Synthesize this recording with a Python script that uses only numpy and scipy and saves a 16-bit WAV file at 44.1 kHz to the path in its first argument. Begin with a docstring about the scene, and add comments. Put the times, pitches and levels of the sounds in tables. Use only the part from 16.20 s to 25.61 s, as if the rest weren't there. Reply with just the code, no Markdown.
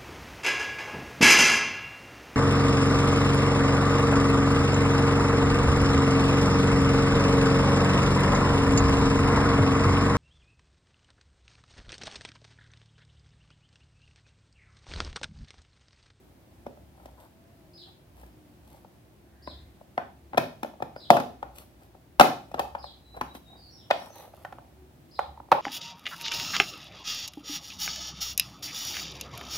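"""A hard plastic spectacle case is turned in the hands close to a microphone. Fingers tap it and make
its shell ring, skin and cloth brush over it, and its sprung lid snaps open and shut, at times hard
enough to overload the microphone. The small bare room echoes and hums faintly.
Outside, one bird repeats a raspy chirp and another whistles sliding notes."""
import sys
import numpy as np
from scipy import signal
from scipy.fft import rfft, irfft, next_fast_len
from scipy.io import wavfile
from scipy.ndimage import map_coordinates

SR = 44100
rng = np.random.default_rng(int(sys.argv[2]) if len(sys.argv) > 2 else 0)


def file_out(sig):
    """Save sig as 16-bit WAV at sys.argv[1]."""
    # one column per channel
    cols = np.atleast_2d(sig).T
    # limit, then scale
    lim = np.clip(cols, -1, 1)
    pcm = np.round(lim * 32767).astype(np.int16)
    wavfile.write(sys.argv[1], SR, pcm)


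N = 414973

# The tone of the shell when a finger rubs it. Each row: frequency in Hz, level in dB.
RUBBED_SHELL = [(150, -17), (400, -11.5), (600, -3), (820, -2), (1150, -13), (2000, -22.5), (4000, -40),
                (9000, -59.5)]


def amp(db):
    """Turn decibels into a number to multiply by."""
    return 10 ** (np.asarray(db) / 20)


def unit_rms(x):
    """Scale a sound so that its average strength (rms) is 1."""
    return x / np.sqrt(np.mean(x ** 2) + 1e-20)


def unit_peak(x):
    """Scale a sound so that its highest peak is 1."""
    return x / (np.abs(x).max() + 1e-12)


def read_curve(points, hz):
    """Read between rows of frequency and value, giving each octave about equal space."""
    freqs, values = np.transpose(points)
    return np.interp(np.log(hz + 1), np.log(freqs + 1), values)


def filtered(x, response):
    """Multiply each frequency in a sound by response(hz)."""
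    n = x.shape[-1]
    padded = next_fast_len(n + 4096)
    return irfft(rfft(x, padded) * response(np.fft.rfftfreq(padded, 1 / SR)), padded)[..., :n]


def shaped(x, spectrum):
    """Change a sound's tone to follow rows of frequency in Hz and level in dB."""
    return filtered(x, lambda hz: amp(read_curve(spectrum, hz)))


def noise(spectrum, shape):
    """Noise with the given tone and a strength of 1."""
    return unit_rms(shaped(rng.standard_normal(shape), spectrum))


def wobble(rate, n):
    """A smooth curve through `rate` random values a second."""
    return map_coordinates(rng.standard_normal(int(n * rate / SR) + 4), [np.arange(n) * rate / SR])


def add(track, start_s, sound):
    """Mix a sound into a track at the given time."""
    i = max(0, round(start_s * SR))
    track[..., i:i + sound.shape[-1]] += sound[..., :max(0, N - i)]


def all_around(pair):
    """Sound from all sides: left and right are alike in the bass and unrelated in the treble."""
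    # Each row: frequency in Hz, likeness of left and right from 0 to 1.
    likeness = [(60, 0.86), (180, 0.9), (550, 0.55), (1000, 0.05), (15000, 0.02)]
    angle = lambda hz: np.arccos(np.clip(read_curve(likeness, hz), 0, 1)) / 2
    mid, side = filtered(pair, lambda hz: np.array([np.cos(angle(hz)), np.sin(angle(hz))]))
    return np.array([mid + side, mid - side])


def room_tone(rush_db=-56, swell_db=8.0, grip_db=-74, flutter_db=3, drift=0.03):
    """A low steady rush, a wavering hum, a far drone, and the murmur of hands holding the shell."""
    # The room's rush. Each row: frequency in Hz, relative level in dB.
    rush_spectrum = [(20, -60), (40, -16), (64, -9), (101, -6.5), (225, -13.5), (362, -12.5), (416, -22),
                     (649, -20.5), (1270, -30.5), (1630, -30.5), (3750, -36), (7000, -41), (15500, -39.5)]
    # The hum's tones. Each row: pitch in Hz, typical level in dB.
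    hums = [(60, -64.5), (72, -62), (330, -79.5)]
    # The drone's swells. Each row: middle in seconds, half its length in seconds, pitch in Hz, level in dB.
    drones = [(1.35, 0.44, 648, -66.5), (1.575, 0.22, 352, -58), (2.221, .2, 304, -56),
              (8.622, 0.1, 370, -54)]
    tone = lambda hz, n: np.sin(2 * np.pi * np.cumsum(hz * (1 + drift * wobble(11, n))) / SR)
    out = amp(rush_db + 0.46 * wobble(4.04, N)) * all_around(noise(rush_spectrum, (2, N)))
    out += sum(amp(db + swell_db * wobble(4.4, N)) * tone(hz, N) for hz, db in hums)
    for middle, half, hz, db in drones:
        n = int(2 * half * SR)
        add(out, middle - half, amp(db) * np.hanning(n) * tone(hz, n))
    return out + amp(grip_db + flutter_db * wobble(2.8, N)) * all_around(noise(RUBBED_SHELL, (2, N)))


def case_taps(clack_db=-15, clack_slope=0.7, tick_db=-19.5):
    """List the blows of fingers and nails, and the lid spring's rattle just after the lid snaps open; a harder
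    contact gains clack, and gains tick even faster."""
    # Each row: start in seconds, knock level in dB, knock pitch in Hz, hardness in dB,
    # then the box's thud and the half-shells' ring, both in dB compared with the knock.
    taps = [(0.4652, -25.5, 567, -6.5, -7.5, -14), (0.857, -35.5, 590, 7, -13, -19),
            (3.2738, -30, 603, -9, -5.5, -0.5), (3.778, -13.5, 693, -10.5, -17.5, -4),
            (4.133, -26.5, 776, -17.5, -13, -3.5), (4.145, -25.5, 630, -15, -7, -8),
            (4.4311, -21.5, 780, 9.5, -7.5, -9), (4.4465, -23.5, 594, -7, -22, -15),
            (4.6033, -29, 684, -12.5, -12, -25), (4.623, -16.5, 713, -4.5, -14, -10.5),
            (4.762, -29.5, 550, -5.5, -11, -7.5), (4.9675, -11.5, 760, 1.5, -15, -6),
            (5.0, -24, 764, 10.5, -3, 0), (5.228, -20, 756, -8.5, -20.5, -10),
            (6.315, -33.5, 691, 0.5, -17, -16), (6.3424, -19, 695, -3, -12.5, -9.5),
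            (6.394, -10, 765, 4.5, -20, -9), (6.55, -19, 757, -11.5, -28, -9),
            (6.642, -27.5, 744, -5.5, -29, -20.5), (7.0116, -19, 850, 6.5, -10, -0.5),
            (7.15, -39, 763, 16, -0.5, -4), (8.2489, -26, 760, -2, -25, -3.5),
            (8.325, -31, 722, -2, -27, -6), (8.3849, -31.5, 750, -22, -36, -15),
            (8.9912, -10.5, 773, -11, -35, -8.5), (9.175, -38, 896, -19, -32, -18),
            (9.201, -33.5, 835, -26, -16, -21.5)]
    return [(start, db, hz, thud_db, hollow_db, clack_db + clack_slope * hardness, tick_db + hardness)
            for start, db, hz, hardness, thud_db, hollow_db in taps + light_touches()]


def rub_before_blow(blow_db, base_db=-38, growth=0.43, length_s=0.0065):
    """The parts rub briefly before they slip and strike; the rub grows more slowly than the blow."""
    n = int(length_s * SR)
    return amp(base_db + growth * blow_db) * noise(RUBBED_SHELL, n) * np.linspace(0, 1, n)


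def ring(modes, t, rise_s, detune):
    """Struck plastic rings at its own fading tones; grip and point of contact vary them each time."""
    hz, db, fade_s = np.transpose(modes)[:, :, None]
    hz = hz * (1 + detune * rng.standard_normal(hz.shape))
    db = db + 2 * rng.standard_normal(db.shape)
    swings = amp(db - 60 * t / fade_s) * np.sin(2 * np.pi * hz * t) / hz ** 2
    motion = swings.sum(axis=0) * (1 - np.exp(-t / rise_s)) ** 3
    return unit_peak(np.gradient(np.gradient(motion)))  # a small wall's sound follows its acceleration


def crack(spectrum, t, fade_s):
    """A short burst of noise with a smooth spectrum and no pitch."""
    burst = rfft(rng.standard_normal(len(t)) * amp(-60 * t / fade_s), 2 * len(t))
    colour = amp(read_curve(spectrum, np.fft.rfftfreq(2 * len(t), 1 / SR)))
    return unit_peak(irfft(burst / np.abs(burst) * colour)[:len(t)])


def strike(knock_hz, thud_db, hollow_db, clack_db, tick_db, knock_fade_s=0.015, rim_share=0.53):
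    """One blow: the hand-damped wall knocks, box and half-shells ring, the rim clacks and ticks."""
    # The ringing tones of the whole box, its hollow half-shells, its rim and its broad wall.
    # Each row: pitch in Hz, relative level in dB, seconds to fade by 60 dB.
    box_tones = [(125, 0, 0.041), (238, 10, 0.029), (307, -1.5, 0.042), (378, -11.5, 0.026)]
    shell_tones = [(1004, 0, .035), (1383, 1.5, 0.027), (1492, -7.5, 0.055), (1781, -5.5, 0.037)]
    rim_tones = [(2010, 0.5, 0.018), (2550, 2.5, 0.023), (3060, -2.5, 0.019), (3340, -4, .014),
                 (4640, -4, 0.009)]
    wall_tone = (590, -15.5, 0.034)
    # The rim's crack and the tick of hard edges meeting. Each row: frequency in Hz, level in dB.
    clack_spectrum = [(900, -22), (1700, 7), (2500, -1.5), (3000, -1.5), (3550, 4), (5000, -7),
                      (8000, -22.5), (16000, -33.5)]
    tick_spectrum = [(2500, -30), (5500, 2), (8000, -8), (12000, -3), (16000, -12.5)]
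    t = np.arange(SR // 8) / SR
    knock = ring([(knock_hz, 0, knock_fade_s), wall_tone], t, rise_s=0.00069, detune=0.015)
    thud = ring(box_tones, t, rise_s=0.0019, detune=0.03)
    hollow = ring(shell_tones, t, rise_s=0.00027, detune=0.015)
    rim = ring(rim_tones, t, rise_s=0.0011, detune=0.015)
    clack = rim_share * rim + (1 - rim_share / 2) * crack(clack_spectrum, t, fade_s=0.027)
    tick = crack(tick_spectrum, t, fade_s=0.021)
    return (knock + amp(thud_db) * thud + amp(hollow_db) * hollow
            + amp(clack_db) * clack + amp(tick_db) * tick)


def close_up(time_s, sound, echo_delay_s=(0.0003, 0.0035), echo_db=-8, bass_cut_hz=700):
    """Place the case between left and right; the hands bounce back three quick, bass-poor echoes."""
    # The case moves from the left to near the middle.
    # Each row: time in seconds, left level over right in dB, delay of the right side in seconds.
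    positions = [(7.5, 2.6, .00023), (8.2, -1.6, 0)]
    times, pans, lags = np.transpose(positions)
    pan_db, lag = np.interp(time_s, times, pans), np.interp(time_s, times, lags)
    delays = rng.uniform(*echo_delay_s, (2, 3, 1))
    signs = rng.choice([-1, 1], delays.shape)

    def path(hz):
        echoes = (signs * np.exp(-2j * np.pi * hz * delays)).sum(axis=1)
        echoes *= hz / np.hypot(hz, bass_cut_hz)
        return np.exp(-2j * np.pi * hz * [[0], [lag]]) * (1 + amp(echo_db) * echoes)
    return amp([[pan_db / 2], [-pan_db / 2]]) * filtered(sound, path)


def room_echo(sound, build_s=0.012, length_s=0.42):
    """The echo from the bare walls builds up, then each frequency dies away at its own speed."""
    # Each row: frequency in Hz, seconds to fade by 60 dB.
    fade_times = [(100, 0.73), (260, 0.31), (700, 0.36), (1800, 0.34), (4800, 0.4), (13000, 0.29)]
    # The echo's tone. 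Each row: frequency in Hz, level in dB.
    echo_spectrum = [(60, -11), (150, -1.5), (300, -0.5), (700, -3), (1500, -4.5), (4000, -1), (8000, -3),
                     (15000, 3.5)]
    hz, t, bands = signal.stft(rng.standard_normal((2, int(length_s * SR))), SR, nperseg=256)
    fade = amp(-60 * t / read_curve(fade_times, hz)[:, None])
    tail = signal.istft(bands * fade, SR, nperseg=256)[1]
    tail *= 1 - np.exp(-np.arange(tail.shape[1]) / SR / build_s)
    tail = shaped(all_around(tail / np.linalg.norm(tail[0])), echo_spectrum)
    return signal.fftconvolve(sound[None], tail, axes=1)


def case_knocks(blows, direct_db=-0.9, echo_db=-6):
    """Each blow on the case follows a tiny rub, and is heard directly and then off the walls."""
    out = np.zeros((2, N))
    for start, db, *colour in blows:
        blow = amp(db) * strike(*colour)
        rub = rub_before_blow(db)
        add(out, start - len(rub) / SR, rub)
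        add(out, start, amp(direct_db) * close_up(start, blow))
        add(out, start, amp(echo_db) * room_echo(blow))
    return out


def light_touches(gap_s=0.075, level_db=-40.5, spread_db=1.5, knock_hz=637, pitch_spread=0.1):
    """List the soft fingertip taps that land, loosely spaced, as the grip shifts."""
    # Each row: start and end of a change of grip, in seconds.
    grip_changes = [(.55, .59), (2.65, 2.68), (3.59, 3.63), (4.51, 4.54), (5.725, 5.755), (7.9, 7.94),
                    (8.06, 8.21), (9.27, 9.3)]
    colour = (-12, -16.5, -21.5)  # hardness, thud and half-shell ring in dB
    rows = []
    for start, end in grip_changes:
        count = max(1, round((end - start) / gap_s))
        for k, (late, loud, high) in enumerate(rng.uniform(-1.2, 1, (count, 3))):
            time_s = start + (end - start) * (k + 0.5 + late / 2) / count
            rows.append((time_s, level_db + spread_db * loud, knock_hz * (1 + pitch_spread * high), *colour))
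    return rows


def brushing(catches_per_s=110, scratch_gain=1.1, slip_db=4, echo_db=-6):
    """Skin and cloth slide with a hiss and scratchy catches; tiny slips make the shell murmur."""
    # Each row: middle in seconds, half its length in seconds, hiss in dB, murmur in dB.
    strokes = [(0.85, 0.15, -70.5, -58), (1.022, 0.069, -63.5, -53.5), (1.685, 0.034, -71, -57),
               (2.017, .1, -64, -57.5), (2.54, 0.13, -65.5, -62), (5.391, 0.07, -53.5, -54.5),
               (5.632, 0.065, -69, -62.5), (6.383, .012, -67.5, -35), (6.967, 0.036, -64, -42),
               (7.161, 0.03, -52, -52.5), (7.342, .1, -77.5, -59), (7.841, 0.1, -59, -48.5),
               (8.002, 0.12, -56, -50), (8.202, 0.17, -68.5, -61.5)]
    # The tone of sliding skin. Each row: frequency in Hz, level in dB.
    skin_spectrum = [(1000, -5.5), (3000, 4), (7000, -5), (12000, 4), (16000, -4.5)]
    out = np.zeros((2, N))
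    for middle, half, hiss_db, murmur_db in strokes:
        n = int(2 * half * SR)
        catches = rng.standard_normal(n) * (rng.random(n) < catches_per_s / SR)
        scratch = unit_rms(shaped(catches, skin_spectrum))
        hiss = unit_rms(noise(skin_spectrum, n) + scratch_gain * scratch)
        slips = rng.standard_normal(n) * amp(slip_db * wobble(110, n))
        murmur = unit_rms(shaped(slips, RUBBED_SHELL))
        rub = np.hanning(n) * (amp(hiss_db) * hiss + amp(murmur_db) * murmur)
        add(out, middle - half, close_up(middle, rub))
        add(out, middle - half, amp(echo_db) * room_echo(rub))
    return out


def bird_chirps(rise_share=0.19, rise_depth=0.2, rasp=0.035):
    """List one bird's notes: each chirp is two raspy syllables that arch up in pitch and fall away."""
    # Each row: start in seconds, level in dB.
    chirps = [(1.533, -53.5), (3.222, -53.5), (4.757, -54), (6.583, -53), (8.909, -54.5)]
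    # Each row: delay and length in seconds, top pitch in Hz, share of pitch lost by the end, boost in dB.
    syllables = [(0, .056, 5025, .12, 2), (0.043, .058, 4115, .27, 6)]
    notes = []
    for start, db in chirps:
        for delay, length, top_hz, fall, boost_db in syllables:
            progress = np.linspace(0, 1, int(length * SR))
            n = len(progress)
            climb = rise_depth * np.maximum(1 - progress / rise_share, 0) ** 3
            drop = fall * (np.maximum(progress - rise_share, 0) / (1 - rise_share)) ** 2.8
            pitch = top_hz * (1 - climb - drop) * (1 + rasp * wobble(900, n))
            notes.append((start + delay, pitch, amp(db + boost_db) * signal.windows.tukey(n, 0.1)))
    return notes


def bird_whistles(trill_hz=130, depth_per_slide=0.53, max_depth_hz=221):
    """List the other bird's notes: straight slides in pitch that buzz more the further they go."""
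    # Each row: start and length in seconds, first and last pitch in Hz, level in dB.
    whistles = [(2.996, 0.53, 1610, 2000, -67.5), (6.832, 0.12, 4010, 3960, -56.5),
                (7.066, 0.075, 3820, 3940, -56), (7.25, 0.081, 3747, 3837, -52.5),
                (7.351, 0.15, 4820, 4380, -54), (7.49, 0.12, 5600, 5220, -53.5),
                (7.564, .09, 4140, 2885, -58), (7.69, 0.18, 5770, 5380, -58), (7.882, 0.1, 6280, 5950, -57),
                (7.919, .09, 4340, 3620, -58.5)]
    notes = []
    for start, length, first_hz, last_hz, db in whistles:
        t = np.arange(int(length * SR)) / SR
        depth_hz = min(depth_per_slide * abs(last_hz - first_hz), max_depth_hz)
        trill = depth_hz * np.sin(2 * np.pi * trill_hz * t + wobble(99.5, len(t)))
        pitch = np.linspace(first_hz, last_hz, len(t)) + trill
        notes.append((start, pitch, amp(db) * signal.windows.tukey(len(t), 0.5)))
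    return notes


def birdsong(notes, direct_db=-9, echo_db=-2.0, overtone_db=-24):
    """The birds outside sing nearly pure tones, heard mostly by way of the walls."""
    out = np.zeros((2, N))
    for start, pitch, level in notes:
        phase = 2 * np.pi * np.cumsum(pitch) / SR
        note = np.sqrt(2) * level * (np.sin(phase) + amp(overtone_db) * np.sin(2 * phase))
        add(out, start, amp(direct_db) * note)
        add(out, start, amp(echo_db) * room_echo(note))
    return out


def lid_snaps(second_pitch=0.91):
    """List the sprung lid's blows: its two edges land in turn, the second a little lower in pitch."""
    # Each row: start in seconds, knock level in dB, knock pitch in Hz, then thud, half-shell ring, clack
    # and tick in dB compared with the knock, gap in seconds, change in dB for the second blow.
    snaps = [(4.174, -14, 690, -11, -3, -6.5, -16, 0.004, 6.5),
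             (4.903, 6, 701, -14.5, -23.5, -17, -23.5, .0065, -13.5),
             (5.9972, 4, 776.5, -17.5, -8.5, -10, -16, 0.012, 0.5),
             (7.704, -18, 730, -25, -5.5, -7, -25.5, .005, 11),
             (9.3173, -3, 864, -22, -10, -12.5, -26, .0062, -1.5)]
    blows = []
    for start, db, hz, *colour, gap_s, change_db in snaps:
        blows.append((start, db, hz, *colour))
        blows.append((start + gap_s, db + change_db, hz * second_pitch, *colour))
    return blows


def scene():
    """The case in front, the birds and the room behind."""
    handling = case_knocks(lid_snaps() + case_taps()) + brushing()
    return handling + birdsong(bird_chirps() + bird_whistles()) + room_tone()


def record(dry, low_hz=48, top_hz=15950):
    """The microphone sheds deep bass, the loudest snaps clip, and the highest treble is cut off."""
    thinned = signal.sosfilt(signal.butter(2, low_hz, "highpass", fs=SR, output="sos"), dry)
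    clipped = np.clip(thinned, -1, 1)
    return filtered(clipped, lambda hz: (hz < top_hz) * np.minimum(hz / low_hz, 1) ** 2)


dry = scene()
out = record(dry)
file_out(out)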